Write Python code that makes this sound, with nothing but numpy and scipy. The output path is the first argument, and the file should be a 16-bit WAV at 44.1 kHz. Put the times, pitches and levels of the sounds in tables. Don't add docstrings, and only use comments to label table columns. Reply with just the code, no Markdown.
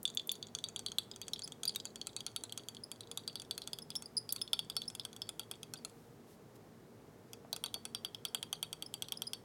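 import sys
import numpy as np
from scipy import signal
from scipy.fft import rfft, irfft
from scipy.io import wavfile

SR = 44100
rng = np.random.default_rng(int(sys.argv[2]) if len(sys.argv) > 2 else 0)


def generate_wav(sig):
    pcm = np.round(np.clip(np.atleast_2d(sig).T, -1, 1) * 32767).astype(np.int16)
    wavfile.write(sys.argv[1], SR, pcm)


N = 416304
AGE = np.arange(int(.11 * SR)) / SR
HELD_FROM_S = 7


def from_db(db):
    return 10 ** (np.asarray(db) / 20)


def rms_one(x):
    return x / np.sqrt(np.mean(x ** 2) + 1e-20)


def at_level(x, db):
    return from_db(db) * x * np.sqrt(SR / 100 / (np.sum(x ** 2) + 1e-20))


def add(out, s, x):
    start = int(np.clip(round(s * SR), 0, N - 1))
    out[start:start + len(x)] += x[:N - start]


def band(x, low_hz, high_hz):
    return signal.sosfilt(signal.butter(2, [low_hz, min(high_hz, .45 * SR)], "band", fs=SR, output="sos"), x)


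def burst(t60):
    return rng.standard_normal(len(AGE)) * from_db(-60 * AGE / t60)


def swell(rise_s):
    return 1 - np.exp(-(AGE / rise_s) ** 2)


def strike(hz, db, t60, scatter_db, detune):
    strength, shift = rng.standard_normal((2, len(hz)))
    age = AGE[:, None]
    decay = from_db(db + scatter_db * strength - 60 * age / t60)
    partials = decay * np.sin(2 * np.pi * hz * (1 + detune * shift) * age)
    polarity = (-1.0) ** np.arange(len(hz))
    return partials @ polarity


def chatter(ringing, t60):
    spray = rng.standard_normal(len(AGE)) ** 3 * from_db(-60 * AGE / t60)
    first_touch = np.linalg.norm(spray) * (AGE == 0)
    return signal.fftconvolve(ringing, first_touch + spray)[:len(AGE)]


# f/Hz, relative level/dB
AIR_CURVE = [(20, -54), (43, -16), (76, -22.5), (97, -6.5), (223, -6), (677, -14), (1560, -24),
             (2200, -27.5), (2400, -30.5), (5500, -33), (10000, -36.5), (16000, -38.5)]
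# f/Hz, rms level/dB, width/Hz
FAN_TONES = [(56.1, -80, 4.7), (113, -69.5, 19), (157.7, -72, 4.4), (231.6, -69, 13.7), (407, -67, 102),
             (466, -74, 3.9)]

def ventilation(air_db=-60):
    hz = np.maximum(np.arange(N // 2 + 1) * SR / N, 1)
    curve_hz, curve_db = np.transpose(AIR_CURVE)
    colour = from_db(np.interp(np.log(hz), np.log(curve_hz), curve_db))
    air = irfft(rfft(rng.standard_normal(N)) * colour, N)
    out = from_db(air_db) * rms_one(air)
    turbulence = rfft(rng.standard_normal(N))
    for tone_hz, db, width in FAN_TONES:
        resonance = 1 / (1 + (2 * (hz - tone_hz) / width) ** 2)
        out += from_db(db) * rms_one(irfft(turbulence * resonance, N))
    return out


def lab_reverb(x):
    t = np.arange(SR // 2) / SR

    def reflections(db, t60, predelay_s):
        tail = rng.standard_normal(len(t)) * from_db(-60 * t / t60)
        echoes = band(tail * (t > predelay_s), 447, 11700)
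        return from_db(db) * echoes / np.sqrt(np.sum(echoes ** 2))

    near = reflections(db=-15, t60=.031, predelay_s=.004)
    room = reflections(db=-23.5, t60=.27, predelay_s=.016)
    return signal.fftconvolve(x, near + room)[:N]


# centre t/s, level/dB, half-length/s
GLOVE_RUSTLES = [(5.98, -74, 0.17), (6.314, -68, 0.043), (6.56, -65, 0.0093)]

def glove():
    t = np.arange(N) / SR
    envelope = sum(from_db(db) * np.exp(-((t - s) / half_s) ** 2) for s, db, half_s in GLOVE_RUSTLES)
    grains = rng.laplace(size=N) * rng.normal(size=N)
    return envelope * rms_one(band(grains, 1500, 16000))


# t/s, level/dB
BEAKER_NUDGES = [(7.447, -54), (7.53, -49), (7.76, -52.5)]

def nudges():
    out = np.zeros(N)
    scuff = band(burst(t60=.05), 550, 1100)
    for s, db in BEAKER_NUDGES:
        add(out, s, at_level(scuff, db))
    return out


# t/s, level/dB
TIP_SNAPS = [(0.03, -47.5), (0.149, -49), (0.273, -47), (0.318, -38), (1.334, -53), (1.654, -44),
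             (1.759, -42.5), (4.325, -32.5), (7.529, -45)]

def snaps():
    out = np.zeros(N)
    for s, db in TIP_SNAPS:
        add(out, s, at_level(band(burst(t60=.011), 9000, 16000), db))
    return out


# t/s, f/Hz, level/dB, hold/s
WET_SQUEAKS = [(1.333, 5370, -38.5, 0.0058), (1.434, 5050, -42, 0.018), (1.676, 4746, -27.5, 0.0068),
               (2.835, 5070, -39.5, 0.0057), (3.819, 5130, -45, 0.0079), (3.958, 5400, -34, .011),
               (4.057, 4930, -38, 0.003), (4.167, 4990, -30.5, 0.015), (4.3, 5130, -45, 0.0087),
               (4.415, 5190, -33, 0.0072), (4.878, 5220, -33, 0.0055), (5.77, 4840, -54, 0.0081),
               (8.282, 5100, -48, .004), (8.861, 5110, -41, .004), (9.171, 5050, -42, 0.0051),
               (9.268, 5030, -38, 0.0093)]

def squeaks(slide=.034, waver=.016, rough_db=2.5, settle_s=.0034, release_s=.0023):
    out = np.zeros(N)
    for s, hz, db, hold_s in WET_SQUEAKS:
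        pressure, slip = rms_one(band(rng.standard_normal((2, len(AGE))), 40, 300))
        bend = slide * rng.normal() * np.exp(-AGE / settle_s)
        pitch = hz * (1 + waver * slip + bend)
        phase = 2 * np.pi * np.cumsum(pitch) / SR
        tone = np.sin(phase) + from_db(-7) * np.sin(2 * phase) + from_db(-24.5) * np.sin(3 * phase)
        envelope = swell(rise_s=.0015) * np.exp(-np.maximum(AGE - hold_s, 0) / release_s)
        add(out, s, from_db(db + rough_db * pressure) * tone * envelope)
    return out


# f/Hz, relative level/dB
FOOT_MODES = [(630, 2.5), (850, 9), (1300, 9), (1550, 3), (2100, 0), (2600, 8.5)]

def bench_knock():
    hz, db = np.transpose(FOOT_MODES)
    return chatter(strike(hz, db, t60=.014, scatter_db=2, detune=.015), t60=.05)


def wall_ring(held):
    twins_hz = np.array([4494, 4634 if held else 4607])
    twins_db = np.array([-10.5, 0])
    return chatter(strike(twins_hz, twins_db, t60=.1, scatter_db=7, detune=.0022), t60=.031)


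# f/Hz, relative level/dB with the thermometer free, level/dB with it held
TICK_MODES = [(5440, -15, 8), (6530, 8.5, 7), (7350, 9, 4.5), (8180, 10, 7.5), (8890, 11.5, 11.5),
              (9210, 11, 10.5), (10360, 3, -3), (11380, -1, -5), (14750, -12, -13)]

def glass_tick(tilt_db_per_octave, held):
    hz, free_db, held_db = np.transpose(TICK_MODES)
    tilt_db = tilt_db_per_octave * np.log2(np.clip(hz, 7500, 11750) / 7500)
    db = (held_db if held else free_db) + tilt_db
    return chatter(strike(hz, db, t60=.0023, scatter_db=2, detune=.008), t60=.01)


def stick_note(modes, hz, t60, scatter_db, detune):
    ratios, db = np.transpose(modes)
    ringing = strike(hz * ratios, db, t60, scatter_db, detune)
    return band(ringing * swell(rise_s=.0003), 1500, 16000)


# pitch ratio, relative level/dB
ROD_PARTIALS = [(1, -8), (1.15, -10.5)]

def rod_note(hz):
    return stick_note(ROD_PARTIALS, hz, t60=.018, scatter_db=10, detune=.064)


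# pitch ratio, relative level/dB
THERMOMETER_PARTIALS = [(0.91, -19), (1, 7.5)]

def thermometer_note(hz):
    return stick_note(THERMOMETER_PARTIALS, hz, t60=.014, scatter_db=7, detune=.008)


def rebound(db):
    blip = stick_note(THERMOMETER_PARTIALS, rng.uniform(3350, 4100), t60=.005, scatter_db=2, detune=0)
    return at_level(chatter(blip, t60=.035), db)


# t/s, thermometer f/Hz, rod f/Hz, bench level/dB against the tick, tick tilt/(dB per octave)
GRIP_AUTOMATION = [(0.3, 3500, 3740, -22, -24), (0.8, 3370, 3840, -14, -8), (1.7, 3325, 3970, -13, -16),
                   (2.4, 3285, 3970, -14.5, 2), (3.3, 3396, 4240, -11.5, 11), (4.6, 3390, 4410, -9.5, 8.5),
                   (7.4, 3310, 4370, -8, 13), (8.5, 3284, 4520, -8.5, 11), (9.4, 3280, 4400, -13, 16)]

def clink(s, tick_db, thermometer_db, rod_db, wall_db, middling_db=-48.5):
    times, *lanes = np.transpose(GRIP_AUTOMATION)
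    thermometer_hz, rod_hz, bench_db, tilt = [np.interp(s, times, lane) for lane in lanes]
    tilt += thermometer_db - middling_db
    held = s > HELD_FROM_S
    return (at_level(thermometer_note(thermometer_hz), thermometer_db)
            + at_level(rod_note(rod_hz), rod_db)
            + at_level(wall_ring(held), wall_db)
            + at_level(bench_knock(), tick_db + bench_db)
            + at_level(glass_tick(tilt, held), tick_db))


# t/s, tick level/dB, thermometer level/dB, rod level/dB, wall level/dB
CLINKS = [(0.0533, -41, -31, -56, -48), (0.0774, -49.5, -43, -60, -53), (0.1724, -42, -32.5, -52, -45),
          (0.293, -46.5, -32.5, -44, -51), (0.316, -46, -42, -62, -51), (0.4269, -51.5, -45, -47, -57),
          (0.55, -39.5, -42.5, -45, -58), (0.64, -45, -42, -40.5, -41), (0.7612, -44, -40.5, -56, -50.5),
          (0.8626, -45, -40.5, -41, -41.5), (0.9844, -38, -32.5, -35, -50), (1.114, -53.5, -54, -48.5, -70),
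          (1.2156, -46, -40, -41, -48), (1.3342, -48, -45, -37, -59), (1.42, -51, -62, -47, -53),
          (1.6332, -41.5, -44, -53, -51), (1.6532, -46.5, -62, -41, -54), (1.6936, -48, -49, -37.5, -52),
          (1.76, -42.5, -60, -39, -51), (1.8004, -54, -52, -47.5, -63), (1.854, -42.5, -51, -53, -51.5),
          (1.958, -48.5, -50, -58, -56), (2.0142, -50.5, -45, -43.5, -66), (2.07, -41.5, -51, -45.5, -67),
          (2.1646, -41.5, -54, -44, -48), (2.2651, -41, -46, -46, -51.5), (2.3622, -40, -42, -44, -47.5),
          (2.437, -42.5, -57, -48.5, -71), (2.5761, -42.5, -48, -56, -52.5),
          (2.6856, -45.5, -46.5, -54, -52.5), (2.9157, -45.5, -48.5, -57, -51),
          (3.0073, -51.5, -56, -50.5, -59), (3.1741, -42, -44.5, -43.5, -51),
          (3.2773, -45.5, -47, -40, -45), (3.356, -48, -45, -44, -53), (3.3983, -53, -48.5, -50, -53),
          (3.51, -44, -39.5, -41, -48.5), (3.5788, -44, -50, -46.5, -57), (3.6185, -55.5, -52, -48, -55),
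          (3.732, -46.5, -43.5, -41.5, -56), (3.9037, -49, -51, -48, -69), (4.2914, -50.5, -51, -43, -45),
          (4.3233, -51, -49, -52, -49), (4.3616, -47, -54, -46, -55), (4.532, -38, -29, -38, -41),
          (4.5918, -45, -34, -49, -44.5), (4.6993, -47, -42.5, -45.5, -55),
          (4.7662, -40.5, -39.5, -37.5, -37.5), (4.8183, -52, -42, -53, -55), (4.9966, -53, -43, -44, -58),
          (5.2186, -51.5, -42.5, -41.5, -53), (5.3951, -43.5, -41.5, -58, -48.5),
          (5.5131, -44, -45.5, -52, -56), (5.7373, -44.5, -55.5, -47, -71), (5.8488, -44, -55, -46, -72),
          (7.529, -44, -47, -38, -48), (7.6392, -41, -38, -59, -47), (7.6607, -47.5, -49.5, -46, -69),
          (7.742, -43, -39, -50, -43), (7.9482, -44, -40, -45, -45), (8.048, -45.5, -38, -53, -44),
          (8.2515, -41.5, -38, -57, -46), (8.3472, -38, -35, -64, -43.5), (8.4284, -44.5, -40.5, -60, -55),
          (8.5285, -39.5, -36.5, -63, -47.5), (8.6284, -40, -36.5, -58, -49),
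          (8.9399, -43.5, -42.5, -58, -48.5), (9.0223, -41.5, -39, -53, -55),
          (9.1217, -41.5, -37.5, -66, -55), (9.22, -41.5, -39, -62, -53), (9.3333, -41, -41.5, -60, -47.5)]
# t/s, tick level/dB, thermometer level/dB
TIGHT_CLINKS = [(0.101, -53.5, -54), (0.196, -59, -38.5), (0.354, -56, -57), (0.469, -56, -61),
                (0.587, -51, -48), (0.6866, -46.5, -59), (0.7928, -45, -52), (0.8842, -59.5, -49),
                (0.9182, -47.5, -47.5), (1.161, -51.5, -58), (1.2815, -45.5, -51.5), (1.361, -67, -50),
                (1.3926, -49.5, -51), (1.4764, -49, -54.5), (1.521, -52, -49.5), (1.749, -52, -54),
                (2.206, -51.5, -45.5), (2.495, -63, -53.5), (2.5234, -47.5, -44.5), (2.748, -56, -59),
                (2.768, -64, -51), (3.1143, -47, -48), (3.419, -51, -56), (3.6747, -45, -47),
                (3.787, -50.5, -47.5), (3.954, -47.5, -43), (4.023, -48.5, -58.5), (4.415, -48, -41),
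                (4.477, -64, -50.5), (4.901, -52, -57), (4.9507, -47, -49), (5.051, -46, -43.5),
                (5.13, -57, -57.5), (5.164, -53.5, -53), (5.291, -43.5, -43.5), (5.631, -49.5, -49),
                (7.333, -49.5, -53.5), (7.563, -45.5, -51), (7.853, -43.5, -48), (8.147, -53, -43.5),
                (8.729, -44.5, -43), (8.8238, -46.5, -42), (9.085, -52.5, -51.5)]

def stirring_rod(graze_s=.036, graze_db=-68.5, rebound_chance=.75, rebound_s=.013, rebound_db=-58.5):
    out = np.zeros(N)
    for s, *levels in CLINKS:
        add(out, s, clink(s, *levels))
        lateness, force, rebound_draw, slide = rng.random(4)
        graze = clink(s, *(graze_db + 2.5 * rng.normal(size=4)))
        if s < HELD_FROM_S:
            add(out, s + graze_s * (1 + slide), graze)
        if rebound_draw < rebound_chance:
            add(out, s + rebound_s * 2 ** lateness, rebound(rebound_db + 4.5 * force))
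    for s, tick_db, thermometer_db in TIGHT_CLINKS:
        add(out, s, clink(s, tick_db, thermometer_db, rod_db=thermometer_db - 7, wall_db=tick_db - 12.5))
    return out


def scene():
    close = stirring_rod() + squeaks() + snaps() + glove() + nudges()
    return (close + lab_reverb(close) + ventilation())[None]


def record(dry):
    return signal.sosfilt(signal.ellip(10, .1, 80, 16600, fs=SR, output="sos"), dry)


dry = scene()
out = record(dry)
generate_wav(out)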